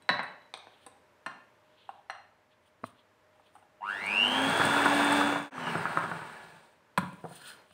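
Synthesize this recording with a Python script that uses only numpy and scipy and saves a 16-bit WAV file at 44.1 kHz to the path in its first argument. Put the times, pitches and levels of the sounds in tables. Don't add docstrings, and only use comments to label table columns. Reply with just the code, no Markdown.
import sys
import numpy as np
from scipy import signal
from scipy.fft import rfft, irfft
from scipy.io import wavfile
from scipy.ndimage import uniform_filter1d

SR = 44100
rng = np.random.default_rng(int(sys.argv[2]) if len(sys.argv) > 2 else 0)


def transcribe(signal):
    frames = np.atleast_2d(signal).T
    limited = np.clip(frames, -1, 1)
    pcm = np.round(limited * 32767).astype(np.int16)
    wavfile.write(sys.argv[1], SR, pcm)


def rack_gain(trim_db):
    fader = np.asarray(trim_db, float)
    return 10 ** (fader / 20)


N = 340893
T = np.arange(N) / SR

SWITCH_ON_S, JOIN_S, POWER_OFF_S = 3.803, 5.505, 5.72
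TOP_TURNS_PER_S = 288.8
POWERED = T < POWER_OFF_S
MAINS_STEP = 2 * np.pi * 2 * 50 * T
PULL = np.cos(MAINS_STEP) * POWERED

# time [s], load [dB].
LOAD = [(3.86, 2), (4.23, 0.5), (4.35, 6), (4.67, 9.5), (5.2, 8), (5.3, 2.5), (5.5, -0.5), (5.51, -7.5),
        (6.0, -2), (6.12, -5), (6.25, -4)]
# frequency [Hz], level [dB], t60 [s].
COUNTER = [(96, -13, 0.23), (179.5, -5, 0.289), (195, -7, 0.32)]


def in_time(rows, outside=None):
    s, *columns = np.transpose(rows)
    return [np.interp(T, s, c, outside, outside) for c in columns]


def rms_one(x):
    return x / np.sqrt(np.mean(x ** 2) + 1e-20)


def colour(x, points):
    hz, db = np.transpose(points)
    log_hz, grid = np.log(hz), np.log(np.linspace(1, SR / 2, 4097))
    outside = np.maximum(log_hz[0] - grid, 0) + np.maximum(grid - log_hz[-1], 0)
    shape_db = np.interp(grid, log_hz, db) - 30 * outside
    cepstrum = irfft(shape_db * np.log(10) / 20)
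    cepstrum[1:4096] *= 2
    cepstrum[4097:] = 0
    return signal.fftconvolve(x, irfft(np.exp(rfft(cepstrum))))[:len(x)]


def noise(points):
    return rms_one(colour(rng.standard_normal(N), points))


def band_pass(x, order, low_hz, high_hz):
    return signal.sosfilt(signal.butter(order, [low_hz, high_hz], "band", fs=SR, output="sos"), x)


def drift(rate_hz):
    knots_s = np.arange(0, N / SR + 1, .5 / rate_hz)
    return np.interp(T, knots_s, rng.standard_normal(len(knots_s)))


def resonate(x, hz, width_hz):
    r = np.exp(-np.pi * width_hz / SR)
    feedback = [1, -2 * r * np.cos(2 * np.pi * hz / SR), r * r]
    return signal.lfilter(np.array([1, 0, -1]) * (1 - r * r) / 2, feedback, x)


def strike(times_s, db, modes, spread_db):
    out = np.zeros(N)
    luck = rng.standard_normal((len(times_s), len(modes)))
    for (hz, level_db, t60_s), own in zip(modes, luck.T):
        clicks = np.full(N, 1e-18)
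        clicks[(times_s * SR).astype(int)] = rack_gain(db + level_db + spread_db * own)
        r, w = rack_gain(-60 / (t60_s * SR)), 2 * np.pi * hz / SR
        out += signal.lfilter([0, np.sin(w)], [1, -2 * r * np.cos(w), r * r], clicks)
    return out


def bursts(times_s, db, decay_s, rise_s):
    out = np.zeros(N)
    for s, level_db in zip(times_s, db):
        span = slice(int(s * SR), int((s + .2) * SR))
        age_s = np.maximum(T[span] - s, 0)
        out[span] += rack_gain(level_db) * (1 - np.exp(-age_s / rise_s)) * np.exp(-age_s / decay_s)
    return out


def swell(peak_s, rise_s, fall_s):
    rising, falling = (peak_s - T) / max(rise_s, .003), (T - peak_s) / max(fall_s, .003)
    away = np.where(T < peak_s, rising, falling)
    return rack_gain(-20 * np.minimum(away, 6) ** 1.04)


def shaft_speed():
    # time [s], extra speed [turns/s].
    lurch = [
        (3.81, 8.6),
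        (3.87, 13),
        (3.908, 13),
        (3.984, -3.2),
        (4.11, -6),
        (4.2, -4),
        (4.3, 0),
    ]
    off_turns_per_s, sag_per_s, drag_per_s, friction_turns_per_s = 235, 135, .8, 165
    run_up = TOP_TURNS_PER_S * np.tanh((T - 3.735) / .415) + in_time(lurch)[0]
    after_s = T - POWER_OFF_S
    sag = off_turns_per_s - sag_per_s * after_s
    coast = (off_turns_per_s + friction_turns_per_s) * np.exp(-drag_per_s * after_s) - friction_turns_per_s
    return np.maximum(np.where(T < JOIN_S, run_up, np.where(after_s < 0, sag, coast)), 1)


def switch_on(rise_s):
    return np.clip((T - SWITCH_ON_S) / rise_s, 0, 1)


def loudness(law, speed):
    top_db, slope_db, share = np.array(law)[(T > JOIN_S).astype(int)].T
    level_db = top_db + slope_db * np.log2(speed / TOP_TURNS_PER_S) + share * in_time(LOAD)[0]
    return rack_gain(level_db) * switch_on(.04)


def orders(table, turn, waver_db):
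    waver = [drift(25) for k in range(8)]
    return [(step, rack_gain(db + waver_db * waver[k % 8]) * np.sin(k * turn + step * MAINS_STEP))
            for k, step, db in table]


def shaft_hum(speed, turn):
    # shaft multiple, steps of twice the mains rate, level [dB].
    shaft_orders = [(1, 0, 3.5), (2, 0, -5), (2, -1, -12), (2, 1, -14), (3, 0, -9), (3, 1, -15),
                    (4, 0, -14), (5, 0, -13), (6, 0, -10), (6, -1, -12), (7, 0, -17), (8, 0, -13),
                    (9, 0, -13), (9, 1, -17), (10, -1, -23), (10, 0, -20)]
    # time [s], level [dB].
    grip = [(4.2, 3.5), (4.33, -0.5), (4.45, 2.5), (4.57, -11.5), (4.68, -4.5), (4.95, -1), (5.2, -1.5),
            (5.4, -3.5), (5.52, -5.5), (5.7, -13), (5.8, -8), (5.86, -15), (6.1, -21)]
    # level at top speed [dB], slope [dB/octave], share of load.
    hum_law = [(-39.5, 42, 0.44), (-33.5, 12, 0.53)]
    hum = sum(line * (POWERED if step else 1) for step, line in orders(shaft_orders, turn, .8))
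    return rack_gain(4.0 + in_time(grip)[0]) * loudness(hum_law, speed) * hum


def brush_chatter(speed, turn, running):
    # shaft multiple, steps of twice the mains rate, level [dB].
    brush_orders = [(13, 1, -62), (16, 0, -67), (17, 0, -66), (18, 0, -68), (21, 0, -67), (23, -1, -67),
                    (23, 0, -69), (24, -1, -67), (25, 1, -67), (30, 0, -64), (48, 0, -79)]
    chatter = sum(line for step, line in orders(brush_orders, turn, 3))
    return np.sqrt(2) * chatter * (speed / TOP_TURNS_PER_S) ** 3 * POWERED * running


def slot_level(speed, running):
    # frequency [Hz], level [dB].
    whine = [(650, -39), (900, -41.5), (1150, -43.5), (1450, -34.5), (1750, -43), (2000, -42.5),
             (2200, -39.5), (2350, -34), (2550, -35.5), (2700, -32.5), (2900, -31), (3100, -41),
             (3400, -49.5)]
    hz, db = np.transpose(whine)
    slot_db = np.interp(np.log(12 * speed), np.log(hz), db)
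    slot_db = slot_db + np.where(T < JOIN_S, 0, np.where(POWERED, -12, -46)) + 0.86 * in_time(LOAD)[0]
    return running * rack_gain(uniform_filter1d(slot_db, size=1500))


def slot_whine(turn, slot_gain):
    # steps of twice the mains rate, level [dB].
    slot_sides = [(-1, -4), (0, 1), (1, 0), (2, -7)]
    twelve = 12 * turn + .15 * drift(70)
    slot = sum(rack_gain(db) * np.sin(twelve + step * MAINS_STEP) * (POWERED if step else 1)
               for step, db in slot_sides)
    return slot_gain * rack_gain(0.68 * drift(30)) * slot


def commutator_note(speed, turn, running):
    # frequency [Hz], level [dB].
    commutator = [(1300, -3), (1750, 2), (2100, -5), (2480, 2), (2700, -4), (2850, 0), (3000, -2),
                  (3200, 4), (3550, -1), (4050, -3), (4300, 5), (4600, -2), (5000, 3), (5400, 2),
                  (5750, -5), (6200, 1), (6900, -2)]
    # level at top speed [dB], slope [dB/octave], share of load.
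    double_law = [(-62, -5, .1), (-64, -3.5, .3)]
    hz, db = np.transpose(commutator)
    bars_db = np.interp(24 * speed, hz, db)
    blur = turn + .015 * drift(150) * POWERED
    upper = rack_gain(-11) * np.sin(36 * blur) + rack_gain(-22) * np.sin(48 * blur)
    note = (1 + 1.2 * PULL) * np.sin(24 * blur) + upper * (T < JOIN_S)
    return running * loudness(double_law, speed) * rack_gain(2.0 * drift(22) + bars_db) * note


def stator_hum(speed):
    level = rack_gain(-60 + 1.5 * drift(6.4) + 0.8 * in_time(LOAD)[0])
    turning = np.clip((speed / TOP_TURNS_PER_S) ** 2, 0, 1) * (T > SWITCH_ON_S)
    return level * np.sin(1.02 * MAINS_STEP) * turning


def motor(speed, turn):
    stall = np.clip(4 * (speed / 54 - 1), 0, 1)
    running = np.where(POWERED, switch_on(.04), stall)
    slot_gain = slot_level(speed, running)
    lines = shaft_hum(speed, turn) + brush_chatter(speed, turn, running)
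    lines += slot_whine(turn, slot_gain) + commutator_note(speed, turn, running)
    lines += slot_gain * rack_gain(-21.5) * np.sin(2 * MAINS_STEP) * POWERED
    lines += stator_hum(speed)
    sparks = slot_gain * rack_gain(9.5) * speed / TOP_TURNS_PER_S * (1 + PULL) * rng.standard_normal(N) * POWERED
    panel = rack_gain(6.5) * resonate(lines + sparks, 2786, 56.0)
    return lines + panel + rack_gain(7.5) * resonate(lines, 953.5, 20.7)


def gear_grind(speed, turn):
    # frequency [Hz], level [dB per Hz].
    grind = [(160, -16), (280, -14), (336, -3), (465, -3), (512, -10.5), (564, -0.5), (628, -3), (870, 1.5),
             (1070, -8.5), (1650, 0), (1880, -6.5), (2670, -13), (3200, -17), (3480, -27.5), (5000, -38),
             (6500, -58.5), (11000, -120)]
    # frequency [Hz], width [Hz], level [dB].
    housing = [(676, 66, -12), (890, 9.1, -1.5), (965, 44, 5), (1113, 89, 4.5), (1420, 21, 6.5),
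               (1530, 45, -8.5), (1690, 39, -1.5), (2295, 19, 7.5), (2550, 9.6, 3.5), (2666, 69, -0.5)]
    # level at top speed [dB], slope [dB/octave], share of load.
    grind_law = [(-32.5, 12.5, 0.61), (-29.5, 8.5, 0.56)]
    teeth = rng.standard_normal(N) * (1 + 0.17 * np.cos(turn)) * (1 + 0.026 * PULL) * rack_gain(1.0 * drift(60))
    shell = teeth + sum(rack_gain(db) * resonate(teeth, hz, width_hz) for hz, width_hz, db in housing)
    return loudness(grind_law, speed) * rms_one(colour(shell, grind))


def bowl_thrum(speed):
    # frequency [Hz], level [dB per Hz].
    thrum = [(15, -70), (25, -36.5), (59, -23.5), (119, -7.5), (160, -6), (232, 7.5), (270, -11.5),
             (320, -4.5), (420, -40.5), (700, -120)]
    # level at top speed [dB], slope [dB/octave], share of load.
    thrum_law = [(-48, 21, 0.71), (-43, 9.9, 0.66)]
    return loudness(thrum_law, speed) * noise(thrum) * rack_gain(2.6 * drift(24))


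def fan_hiss(speed):
    # frequency [Hz], level [dB per Hz].
    hiss = [(2350, 1.5), (4000, 4), (5600, -7), (6300, -7.5), (6740, -8.5), (7660, -5.5), (8360, 1),
            (9440, -3.5), (9770, -11), (12000, -17), (15000, -15.5), (15600, -6.5), (16000, -3)]
    # level at top speed [dB], slope [dB/octave], share of load.
    hiss_law = [(-47.5, 11.5, 0.81), (-45.5, 5.87, 0.59)]
    air = noise(hiss) * (1 + 0.016 * PULL) * rack_gain(1.0 * drift(40) + 0.62 * drift(16))
    return loudness(hiss_law, speed) * air * switch_on(0.098)


def beaters():
    # time [s], peak [dB], low thud [dB].
    bumps = [(4.325, -33, -53), (4.391, -34, -39), (4.469, -32, -25), (4.597, -13.5, -26.5),
             (4.614, -12.5, -42), (4.652, -23, -28), (4.684, -21, -36), (4.764, -13.5, -45),
             (4.804, -18, -47), (4.858, -8, -39), (4.881, -27, -57), (4.903, -32, -48), (4.93, -32, -50),
             (4.987, -36, -44), (5.033, -21, -45), (5.103, -27, -32), (5.124, -17, -49), (5.175, -20, -41),
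             (5.212, -13, -45), (5.273, -19, -46), (5.324, -12.5, -30), (5.358, -13, -25),
             (5.58, -23, -28.5), (5.669, -20.5, -26.5), (5.754, -17.5, -22.5), (5.855, -18, -34),
             (5.973, -13.5, -29.5), (6.038, -23.5, -31.5), (6.114, -19, -28), (6.217, -30, -37),
             (6.297, -38, -47), (6.439, -56, -43), (6.529, -70, -46)]
    # frequency [Hz], level [dB per Hz].
    bump_spectrum = [(100, -15), (500, -11), (800, -5.5), (1300, 2), (1700, -7), (2300, -49), (4000, -49),
                     (6000, -67)]
    # time [s], peak [dB].
    ticks = [(4.064, -43), (4.28, -41.5), (4.418, -40), (4.498, -36), (4.531, -45), (4.576, -39),
             (4.6525, -32), (4.6888, -46), (4.763, -40), (4.804, -56), (4.8559, -39), (4.9487, -37),
             (5.047, -35), (5.125, -35), (5.209, -41), (5.275, -44), (5.389, -52), (5.427, -43),
             (5.5204, -66), (5.703, -65), (5.781, -48), (5.9873, -51), (6.0212, -64), (6.326, -56.5)]
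    # frequency [Hz], level [dB], t60 [s].
    tick_modes = [(8700, 10, 0.0037), (8260, 2.5, 0.027), (10250, 1.5, .015), (8800, -1.5, 0.021),
                  (15450, 5, 0.02)]
    s, db, thud_db = np.transpose(bumps)
    out = bursts(s, db - 4.5, 0.0042, 0.00027) * noise(bump_spectrum)
    out += strike(s, thud_db - 6.0, [(165.1, -5.0, 0.2), (398, -1.5, 0.03)], 0.6)
    s, db = np.transpose(ticks)
    return out + strike(s, db - 6.0, tick_modes, 2.15)


def contacts(table, modes, crack_s, ring_db, middle_hz, support, puff_db, rise_s, loose=0.66):
    # lower edge [Hz], upper edge [Hz].
    tap_bands_hz = [(120, 370), (2300, 4100), (7600, 21000)]
    s, middle_db, low_db, upper_db, top_db = np.transpose(table)
    white = rng.standard_normal(N)
    out = strike(s, low_db - 9.5, support, 0.54)
    crack_db = (middle_db - 10.5, low_db + puff_db, upper_db + 1.5, top_db + 1.0)
    for (low_hz, high_hz), db, stretch in zip([middle_hz] + tap_bands_hz, crack_db, (1.2, 2.4, 0.53, 0.76)):
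        crack = rms_one(band_pass(white, 3, low_hz, high_hz))
        out = out + bursts(s, db, crack_s * stretch, rise_s) * crack
    # level [dB], band edges [Hz], steady share, waver rate [Hz].
    ring_bands = ((middle_db - 6, 420, 2300, .75, 220), (upper_db + 6, 2300, 6150, .7, 300),
                  (top_db + 3, 6500, 11000, .55, 600))
    for db, low_hz, high_hz, steady, rate_hz in ring_bands:
        chosen = [m for m in modes if low_hz <= m[0] < high_hz]
        chosen_hz = [m[0] for m in chosen]
        rings = strike(s, db + ring_db, chosen, 1.8)
        rings = rings * (steady + loose * drift(rate_hz))
        out = out + band_pass(rings, 3, .85 * min(chosen_hz), 1.2 * max(chosen_hz))
    return out


def spoon_on_china():
    # start [s], middle, low, upper and top peak [dB].
    rim_taps = [
        (0.022, -57, -61, -70, -63),
        (0.091, -5.5, -68, -29, -45),
        (0.099, -27, -28, -48, -64),
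        (0.193, -15, -47, -49, -63),
        (0.23, -25.5, -52, -64, -50),
        (0.42, -54, -84, -69, -81),
    ]
    flank_taps = [
        (0.539, -32, -67, -34.5, -55),
        (0.574, -41, -76, -71, -61),
        (0.67, -45, -67, -57, -85),
        (0.864, -36, -63.5, -47.5, -51),
    ]
    lip_taps = [
        (1.262, -20.5, -53, -39, -48.5),
        (1.267, -23.5, -50.5, -51, -70),
        (2.098, -19.5, -81, -39, -74),
        (2.104, -43, -73, -47, -56),
    ]
    # frequency [Hz], level [dB], t60 [s].
    rim = [(593.5, -13, .1), (986, -10.5, 0.12), (1091, -9.5, 0.19), (1390, -13.5, 0.074),
           (1598, -4.5, 0.08), (1760, 1, 0.033), (1928, 1, 0.051), (2634, 0, 0.18), (2980, 0, 0.07),
           (3334, 0.5, 0.037), (3945, 11.5, 0.1), (4036, 2.5, 0.077), (5600, -18, .12), (8550, 7, .04)]
    flank = [(485, -5, 0.062), (785, 1.5, 0.028), (1010, -1, 0.041), (1560, -3, 0.03), (3740, -1.5, 0.023),
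             (4170, -19, 0.03), (4580, -19, 0.043), (5650, -21, 0.061), (6000, -22, 0.06), (8170, 3, 0.031),
             (8730, 7.5, 0.03), (8560, -12, 0.04), (9400, -3, 0.04)]
    lip = [(786, -10.5, 0.05), (943, -6.5, 0.028), (1290, -3.5, 0.015), (1440, -14, 0.018),
           (1610, -12, 0.026), (2700, -13, 0.031), (2760, -2, 0.035), (4010, -26.5, .05),
           (4180, -7.5, 0.035), (5780, -16.5, 0.068), (5780, -24, 0.05), (7700, -11.5, .04),
           (8530, 8, 0.02)]
    china = contacts(rim_taps, rim, 0.0046, -6.5, (750, 1930), COUNTER, -8.5, 0.0011, loose=.2)
    china += contacts(flank_taps, flank, 0.0046, -1.0, (650, 1800), COUNTER[1:], 0, 0.00058)
    return china + contacts(lip_taps, lip, 0.0034, -2.9, (750, 1900), COUNTER[1:], 0, 0.00049)


def dull_thuds():
    # start [s], middle, low, upper and top peak [dB].
    thuds = [
        (1.891, -29, -65, -59.5, -69),
        (3.355, -53.5, -83, -82, -81.5),
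        (3.397, -52.5, -81, -80, -76.5),
        (3.553, -46, -69.5, -79.5, -64.5),
        (3.560, -40, -83, -80, -64),
        (3.582, -48.5, -79, -79, -73),
        (3.625, -50.5, -84, -79, -83),
    ]
    # frequency [Hz], level [dB], t60 [s].
    dull = [(813, 4, 0.048), (950, 2, 0.025), (1160, -12, 0.018), (1360, -3, 0.011), (2790, 5, 0.047),
            (4000, -4, .04), (8500, 5.5, 0.06)]
    return contacts(thuds, dull, 0.0055, -2.0, (750, 1400), [], -1, 0.0015, loose=0.36)


def beaters_on_glass():
    # start [s], middle, low, upper and top peak [dB].
    knocks = [
        (6.976, -15.5, -48, -24.5, -32.5),
        (6.981, -24, -16, -36.5, -33),
        (7.03, -36.5, -24.5, -66, -66),
        (7.13, -46, -33.5, -61, -55),
        (7.709, -50, -55, -56, -70),
    ]
    rest_taps = [
        (7.24, -30, -32.5, -77, -76),
        (7.251, -27.5, -50, -85, -78),
        (7.311, -40.5, -43, -75, -80),
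    ]
    # frequency [Hz], level [dB], t60 [s].
    glass = [(556, 1, 0.071), (984, 9.5, 0.04), (1377, 3.5, 0.049), (1620, 6, 0.033), (2040, -7, 0.063),
             (4020, -16, 0.017), (5400, -25, 0.044), (8300, 0, 0.031), (8900, -13, 0.047)]
    rest = [(482, 2, 0.029), (694, 2, 0.085), (962, -2, 0.099), (1430, -15, .03), (4000, -2, .04),
            (8500, 3, .04)]
    out = contacts(knocks, glass, 0.0043, -8.5, (480, 2100), COUNTER, -17.0, 0.0004)
    return out + contacts(rest_taps, rest, 0.0057, -2.6, (400, 1050), [(165, 2.2, 0.14)], -12, 0.00099)


def spatula_in_bowl():
    # start [s], middle, low, upper and top peak [dB].
    spatula_taps = [
        (2.835, -31, -42.5, -70, -68),
        (2.8395, -18.5, -47, -62, -69),
        (2.8425, -43, -59, -61, -74),
    ]
    # frequency [Hz], level [dB], t60 [s].
    spatula = [(703, -5, 0.04), (1170, 3, 0.015), (1350, -11, 0.021), (2520, 1, 0.14), (4064, 2, 0.14),
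               (4790, -2, .06), (5600, -13, .12), (9300, 2, 0.11)]
    boom = [(105, 16, 0.088), (250, 5.9, 0.059)]
    return contacts(spatula_taps, spatula, 0.0017, -5, (500, 1500), boom, 3.2, 0.00036)


def rustle():
    # peak [s], rise [s], fall [s], slide [dB], fine hiss [dB].
    strokes = [(.745, 0.14, .05, -69, -87), (.85, 0.17, 0.047, -66, -76), (1.82, 0.17, 0.18, -65.5, -89.5),
               (1.9, 0.029, 0.14, -71, -82), (2.52, 0.025, 0.04, -68, -100),
               (2.68, 0.073, 0.031, -73, -76.5), (2.864, 0.034, 0.059, -60.5, -61),
               (2.996, 0.059, 0.041, -65.5, -84.5), (3.36, .08, 0.057, -79.5, -86),
               (3.472, 0.057, 0.045, -67, -79.5), (3.558, 0.046, 0.11, -75.5, -73),
               (6.99, .01, 0.018, -49.5, -53), (7.01, .02, 0.32, -64, -64), (7.366, 0.1, 0.037, -61, -52),
               (7.42, 0.11, 0.076, -66, -72), (7.48, 0.076, 0.093, -52, -50.5),
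               (7.73, 0.099, 0.13, -68, -71)]
    # peak [s], rise [s], fall [s], level [dB].
    wipe = [
        (7.35, 0.099, 0.14, -57.5),
        (7.416, .03, .08, -67),
        (7.485, 0.08, 0.13, -48.5),
    ]
    # frequency [Hz], level [dB per Hz].
    slide_spectrum = [(1800, -31), (2500, 5), (3300, 9), (4300, 0.5), (5500, -29)]
    fine_spectrum = [(2940, -53), (5000, -9), (5220, -19), (7420, -14), (9320, -1), (10600, -23),
                     (14500, -16), (16000, -9)]
    # frequency [Hz], width [Hz], level [dB].
    squeak_modes = [(1430, 120, -3.5), (1705, 35, -0.5), (3070, 96, -10), (4190, 76, -6.5),
                    (4900, 110, -16)]
    slide = noise(slide_spectrum) * rack_gain(2.0 * drift(67))
    fine = noise(fine_spectrum) * rack_gain(2.1 * drift(80))
    out = sum(swell(s, rise_s, fall_s) * (rack_gain(slide_db) * slide + rack_gain(fine_db) * fine)
              for s, rise_s, fall_s, slide_db, fine_db in strokes)
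    squeak = rms_one(sum(rack_gain(db) * resonate(rng.standard_normal(N), hz, width_hz)
                         for hz, width_hz, db in squeak_modes))
    wiping = sum(rack_gain(db) * swell(s, rise_s, fall_s) for s, rise_s, fall_s, db in wipe)
    return out + wiping * squeak * rack_gain(1.9 * drift(90))


def background():
    # frequency [Hz], level [dB per Hz].
    air = [(12, -79.5), (20, -36.5), (58, -31), (91, -19.5), (177, -17), (216, -14.5), (270, -16),
           (607, -12.5), (698, -19), (949, -12.5), (1220, -18), (1760, -17.5), (1910, -19.5), (4300, -32),
           (16000, -45.5)]
    # time [s], level [dB].
    air_level = [
        (0, 1),
        (1.6, -0.5),
        (2.45, -3.5),
        (3.2, -1.5),
        (6.9, -0.5),
        (7.6, 7),
        (7.73, -5.5),
    ]
    # frequency [Hz], width [Hz], level [dB].
    fridge = [(97.5, 16, -79), (614, 5.1, -73.5)]
    drones = sum(rack_gain(db) * rms_one(resonate(rng.standard_normal(N), hz, width_hz))
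                 for hz, width_hz, db in fridge)
    return rack_gain(-65.5 + in_time(air_level)[0]) * noise(air) + drones


def kitchen(x):
    # frequency [Hz], t60 [s].
    room_t60 = [(100, 0.45), (500, 0.66), (1500, 0.45), (4000, 0.58), (10000, 0.18)]
    age_s, tail = T[:SR], 0
    hz, t60_s = np.transpose(room_t60)
    for low_hz in 60 * 2. ** np.arange(8):
        band = band_pass(rng.standard_normal(SR), 2, low_hz, 2 * low_hz)
        tail = tail + band * rack_gain(-60 * age_s / np.interp(np.log(1.4 * low_hz), np.log(hz), t60_s))
    tail = tail * np.clip(age_s / 0.0037, 0, 1)
    return signal.fftconvolve(x, tail / np.sqrt(np.sum(tail ** 2)))[:N]


def scene():
    # frequency [Hz], level [dB].
    mic = [(40, -27.5), (110, 2.5), (4600, -0.5), (6800, -5.5), (8600, 1.5), (16000, -13.5)]
    speed = shaft_speed()
    turn = 2 * np.pi * np.cumsum(uniform_filter1d(speed, size=1500)) / SR
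    lines = motor(speed, turn)
    mixer = lines + gear_grind(speed, turn) + bowl_thrum(speed) + fan_hiss(speed)
    china, glass = spoon_on_china(), beaters_on_glass() + dull_thuds()
    spatula, bumps = spatula_in_bowl(), beaters()
    sent = rack_gain(-6) * china + rack_gain(-12) * glass + rack_gain(-20) * spatula + rack_gain(-6) * bumps
    wet = kitchen(colour(sent, mic) + rack_gain(-14) * lines)
    near = mixer + colour(china + glass + spatula + bumps, mic) + rustle()
    fade = np.clip(np.abs(T - JOIN_S) / .2 - .015, 0, 1) ** np.where(T < JOIN_S, 1, .75)
    return (fade * (near + wet + background()))[None, :]


def low_pass(x):
    return signal.sosfilt(signal.butter(12, 16260, fs=SR, output="sos"), x)


def record(dry):
    cut = signal.sosfilt(signal.cheby2(24, 60, 15900, fs=SR, output="sos"), dry)
    return low_pass(cut)


dry = scene()
out = record(dry)
transcribe(out)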